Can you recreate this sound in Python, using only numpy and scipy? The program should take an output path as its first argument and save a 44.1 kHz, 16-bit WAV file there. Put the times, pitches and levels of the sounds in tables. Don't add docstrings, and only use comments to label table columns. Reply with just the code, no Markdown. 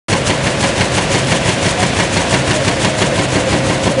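import sys
import numpy as np
from scipy import signal
from scipy.fft import rfft, irfft, next_fast_len
from scipy.io import wavfile
from scipy.ndimage import map_coordinates

SR = 44100
rng = np.random.default_rng(int(sys.argv[2]) if len(sys.argv) > 2 else 0)


def write(x):
    x = np.atleast_2d(x).T
    wavfile.write(sys.argv[1], SR, np.round(np.clip(x, -1, 1) * 32767).astype(np.int16))


N = 176400
FIRST_BEAT_S, CYCLE_S = .13, .16998

# frequency in Hz, relative spectral density in dB.
DIN_SPECTRUM = [(25, -28), (40, -17), (54, -6.5), (85, -3.5), (180, -2), (300, -3.5), (440, -7), (560, -3),
                (720, -6.5), (800, -10), (1000, -10.5), (1250, -15), (1700, -11.5), (2800, -14.5),
                (4200, -19.5), (5000, -22.5), (7000, -24.5), (10000, -30)]
KNOCK_SPECTRUM = [(60, -28), (170, -5.5), (300, 7.5), (440, -6), (620, -8.5), (800, 0), (1020, 4.5),
                  (1250, -14.5), (2500, -42), (9000, -52)]
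CLACK_SPECTRUM = [(300, 1), (900, 9.5), (1250, 3.5), (1700, 9.5), (2800, 6), (4300, 1.5), (5000, 0),
                  (6300, -0.5), (10000, -7)]
SWISH_SPECTRUM = [(500, -20), (1300, 3), (1900, -2), (3000, 2.5), (4200, -2.5), (4900, -2), (6500, 0),
                  (8000, -1.5), (10000, -4)]
# frequency in Hz, width in Hz, relative gain in dB.
DRIVE_MODES = [(121, 15, -5), (501, 15, -4), (537, 14.5, 0.5), (634, 34, -8.5), (717, 40, -11.5)]
STEEL_MODES = [(1498, 25, -6.5), (1590, 27, -2.5), (1803, 38, -8), (1933, 24, -0.5), (2160, 32, -0.5),
               (2346, 32, -4.5), (2790, 62, -3.5), (3313, 80, -6.5), (4360, 180, -8)]
# frequency in Hz, starting level in dB, final level in dB.
HUM_TONES = [(132.2, -25.5, -23.5), (301, -36, -26.5), (550, -28, -29.5)]
# seconds from the beat-up, then relative thump, knock and clack in dB.
CYCLE_BLOWS = [(-.033, -7.5, -3.5, -4.5), (-.0125, -3, -3.5, -1.5), (-.003, 3.5, 1.5, 2),
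               (.0015, -12.5, -1.5, 1.5), (.008, -1, -5.5, -3), (0.021, -22, -2, -5.5),
               (.031, -7.5, -2.5, -7.5), (0.05, -18, -16, -13), (0.067, -9.5, -27, -20),
               (.100, -25, -39, -19)]
# frequency in Hz, relative level in dB, seconds to decay by 60 dB.
FRAME_MODES = [(85, -8.5, 0.079), (118.5, -1.5, 0.088), (138, -5.5, 0.05), (169, 1, 0.069),
               (206.4, -2.5, 0.031), (289, -3.5, 0.063), (360, -1, 0.075)]
# time in seconds, gains of heavy and loose parts in dB.
BLOW_NEARNESS = [(.1, 1.5, -0.5), (.6, -1, -2), (1.5, .5, -1.5), (2.6, -0.5, -0.5), (3.03, 0.5, -0.3),
                 (3.2, 1, -4.5), (4, 2, -6)]
# seconds from the beat-up, Gaussian half width in seconds, level in dB.
CARRIER_STROKES = [(-.023, 0.02, -21), (0.045, 0.016, -22)]
# start in seconds, length in seconds, first and last pitch in Hz, level in dB.
HOOT_GLIDES = [(1.767, 0.081, 722, 730, -17), (2.521, .1, 624, 595, -19.5), (2.606, 0.042, 577, 525, -18),
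               (2.686, 0.074, 693, 668, -19), (2.857, 0.27, 626, 612, -23), (3.08, 0.1, 605, 565, -23),
               (3.904, 0.056, 588, 568, -18.5)]
# time in seconds, gain in dB.
DRIVE_GAIN = [(.1, -27.5), (1.2, -28), (2.3, -35), (2.8, -28.5), (3.4, -22.5), (4, -24)]
STEEL_GAIN = [(.1, -26.5), (3, -29), (3.25, -23.5), (4, -26)]
GROAN_GAIN = [(.1, -39), (2.4, -25), (3.25, -22), (3.469, -16), (3.8, -16), (4, -10)]
TREBLE_GAIN = [(.1, -1), (.45, -1), (0.699, 1), (1.801, 1), (2.601, 0.8), (3.1, -.5), (3.5, -0.6),
               (4, -1.5)]


def amp(db):
    return 10 ** (np.asarray(db) / 20)


def unit(x):
    return x / np.sqrt(np.mean(x ** 2) + 1e-20)


def clock():
    return np.arange(N) / SR


def gain_curve(points):
    return amp(np.interp(clock(), *np.transpose(points)))


def since(moment_s):
    return (clock() - FIRST_BEAT_S - moment_s + CYCLE_S / 2) % CYCLE_S - CYCLE_S / 2


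def wobble(rate):
    knots = rng.standard_normal(int(N * rate / SR) + 4)
    return map_coordinates(knots, [np.arange(N) * rate / SR])


def filtered(x, response):
    size = next_fast_len(N + SR // 2)
    return irfft(rfft(x, size) * response(np.fft.rfftfreq(size, 1 / SR)), size)[:N]


def coloured(x, spectrum):
    hz, db = np.transpose(spectrum)
    return unit(filtered(x, lambda f: amp(np.interp(np.log(f + 1), np.log(hz), db))))


def resonant(x, modes):
    def response(f):
        return sum((-1) ** k * amp(db) * 1j * f * width / (hz * hz - f * f + 1j * f * width)
                   for k, (hz, width, db) in enumerate(modes))
    return unit(filtered(x, response))


def chatter(repeat):
    periodic = np.resize(rng.standard_normal(round(CYCLE_S * SR)), N)
    return np.sqrt(repeat) * periodic + np.sqrt(1 - repeat) * rng.standard_normal(N)


def fading(hits, t60_s, attack_s=.00072):
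    t = np.arange(SR // 2) / SR
    decay = amp(-60 * t / t60_s) * (1 - np.exp(-t / attack_s))
    return np.sqrt(np.abs(signal.fftconvolve(hits ** 2, decay ** 2)[:N]))


def din(level_db=-17.5):
    return amp(level_db + .7 * wobble(60)) * coloured(chatter(repeat=.13), DIN_SPECTRUM)


def drive():
    return gain_curve(DRIVE_GAIN) * resonant(chatter(repeat=.53), DRIVE_MODES)


def hum(waver_hz=3.46, waver_db=3):
    out = np.zeros(N)
    for hz, start_db, end_db in HUM_TONES:
        phase = 2 * np.pi * np.cumsum(hz + waver_hz * wobble(24.96)) / SR
        out += amp(np.linspace(start_db, end_db, N) + waver_db * wobble(12)) * np.sin(phase)
    return out


def heddle_ticks(per_second=110, level_db=-25.5, spread_db=5.5):
    contacts = rng.random(N) < per_second / SR
    hits = contacts * amp(spread_db * np.clip(rng.standard_normal(N), -2, 2))
    return amp(level_db) * fading(hits, t60_s=.013) * coloured(rng.standard_normal(N), SWISH_SPECTRUM)


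def strikes(levels_db, jitter_s=.0003, scatter_db=1.0):
    beats = FIRST_BEAT_S + CYCLE_S * np.arange(int(N / SR / CYCLE_S) + 1)
    offsets = np.array(CYCLE_BLOWS)[:, :1]
    chance = rng.standard_normal((len(CYCLE_BLOWS), 2, len(beats)))
    times = (offsets + beats + jitter_s * chance[:, 0]).ravel()
    strengths = amp(levels_db[:, None] + scatter_db * chance[:, 1]).ravel()
    return np.bincount(np.round(times * SR).astype(int), strengths, N)[:N]


def frame_thump(hits, level_db=-15, attack_s=.00099):
    t = np.arange(SR // 2) / SR
    ring = sum(amp(db - 60 * t / t60) * np.sin(2 * np.pi * hz * t) for hz, db, t60 in FRAME_MODES)
    onset = 1 - np.exp(-t / attack_s)
    return amp(level_db) * signal.fftconvolve(hits, ring * onset)[:N]


def knock(hits, level_db=-18):
    return amp(level_db) * fading(hits, t60_s=.079) * coloured(chatter(repeat=.48), KNOCK_SPECTRUM)


def steel_clatter(hits, clack_db=-12, hall_relative_db=-20):
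    envelope = fading(hits, t60_s=.045)
    rattle = chatter(repeat=.033) * amp(.54 * wobble(900))
    clack = envelope * coloured(rattle, CLACK_SPECTRUM)
    hall = fading(hits, t60_s=.37) * coloured(rng.standard_normal(N), CLACK_SPECTRUM)
    ring = gain_curve(STEEL_GAIN) * resonant(envelope * rng.standard_normal(N), STEEL_MODES)
    return amp(clack_db) * (clack + amp(hall_relative_db) * hall) + ring


def blows():
    _, thump_db, knock_db, clack_db = np.transpose(CYCLE_BLOWS)
    times, heavy_db, loose_db = np.transpose(BLOW_NEARNESS)
    heavy = frame_thump(strikes(thump_db)) + knock(strikes(knock_db))
    loose = steel_clatter(strikes(clack_db))
    heavy_gain = amp(np.interp(clock(), times, heavy_db))
    loose_gain = amp(np.interp(clock(), times, loose_db))
    return heavy_gain * heavy + loose_gain * loose


def weft_carrier():
    strokes = sum(amp(db) * np.exp(-.5 * (since(s) / half) ** 2) for s, half, db in CARRIER_STROKES)
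    flutter = amp(2.1 * wobble(24.97))
    grit = rng.standard_normal(N) * amp(2.04 * wobble(1200))
    return strokes * flutter * coloured(grit, SWISH_SPECTRUM)


def reed_heave(hz=81, level_db=-21, half_width_s=.016):
    t = since(-.011)
    envelope = amp(level_db + wobble(3.9)) * np.exp(-.5 * (t / half_width_s) ** 2)
    return envelope * np.sin(2 * np.pi * hz * t)


def groan(centre_hz=526, sag_hz_per_s=585, half_width_s=.015):
    t = since(.1163)
    hz = centre_hz - sag_hz_per_s * t + 8 * wobble(80)
    envelope = gain_curve(GROAN_GAIN) * np.exp(-.5 * (t / half_width_s) ** 2)
    return envelope * np.sin(2 * np.pi * np.cumsum(hz) / SR)


def hoots():
    out = np.zeros(N)
    for start_s, length_s, start_hz, end_hz, db in HOOT_GLIDES:
        progress = np.clip((clock() - start_s) / length_s, 0, 1)
        hz = start_hz + (end_hz - start_hz) * progress + 3 * wobble(40)
        swell = np.sqrt(np.abs(np.sin(np.pi * progress)))
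        out += amp(db) * swell * np.sin(2 * np.pi * np.cumsum(hz) / SR)
    return out


def scene(treble_hz=1300):
    mix = din() + drive() + hum() + heddle_ticks()
    mix += blows() + weft_carrier() + reed_heave() + groan() + hoots()
    treble = filtered(mix, lambda hz: hz ** 2 / (hz ** 2 + treble_hz ** 2))
    return (mix + treble * (gain_curve(TREBLE_GAIN) - 1))[None]


def record(dry, low_cut_hz=42, opens_s=.084, ceiling=.98, top_hz=10400):
    high_pass = signal.butter(N=3, Wn=low_cut_hz, btype="high", fs=SR, output="sos")
    x = signal.sosfilt(high_pass, dry[0]) * (clock() > opens_s)
    x = x / (1 + np.abs(x / ceiling) ** 6) ** (1 / 6)
    return filtered(x, lambda hz: 1 / np.sqrt(1 + (hz / top_hz) ** 160))[None]


dry = scene()
out = record(dry)
write(out)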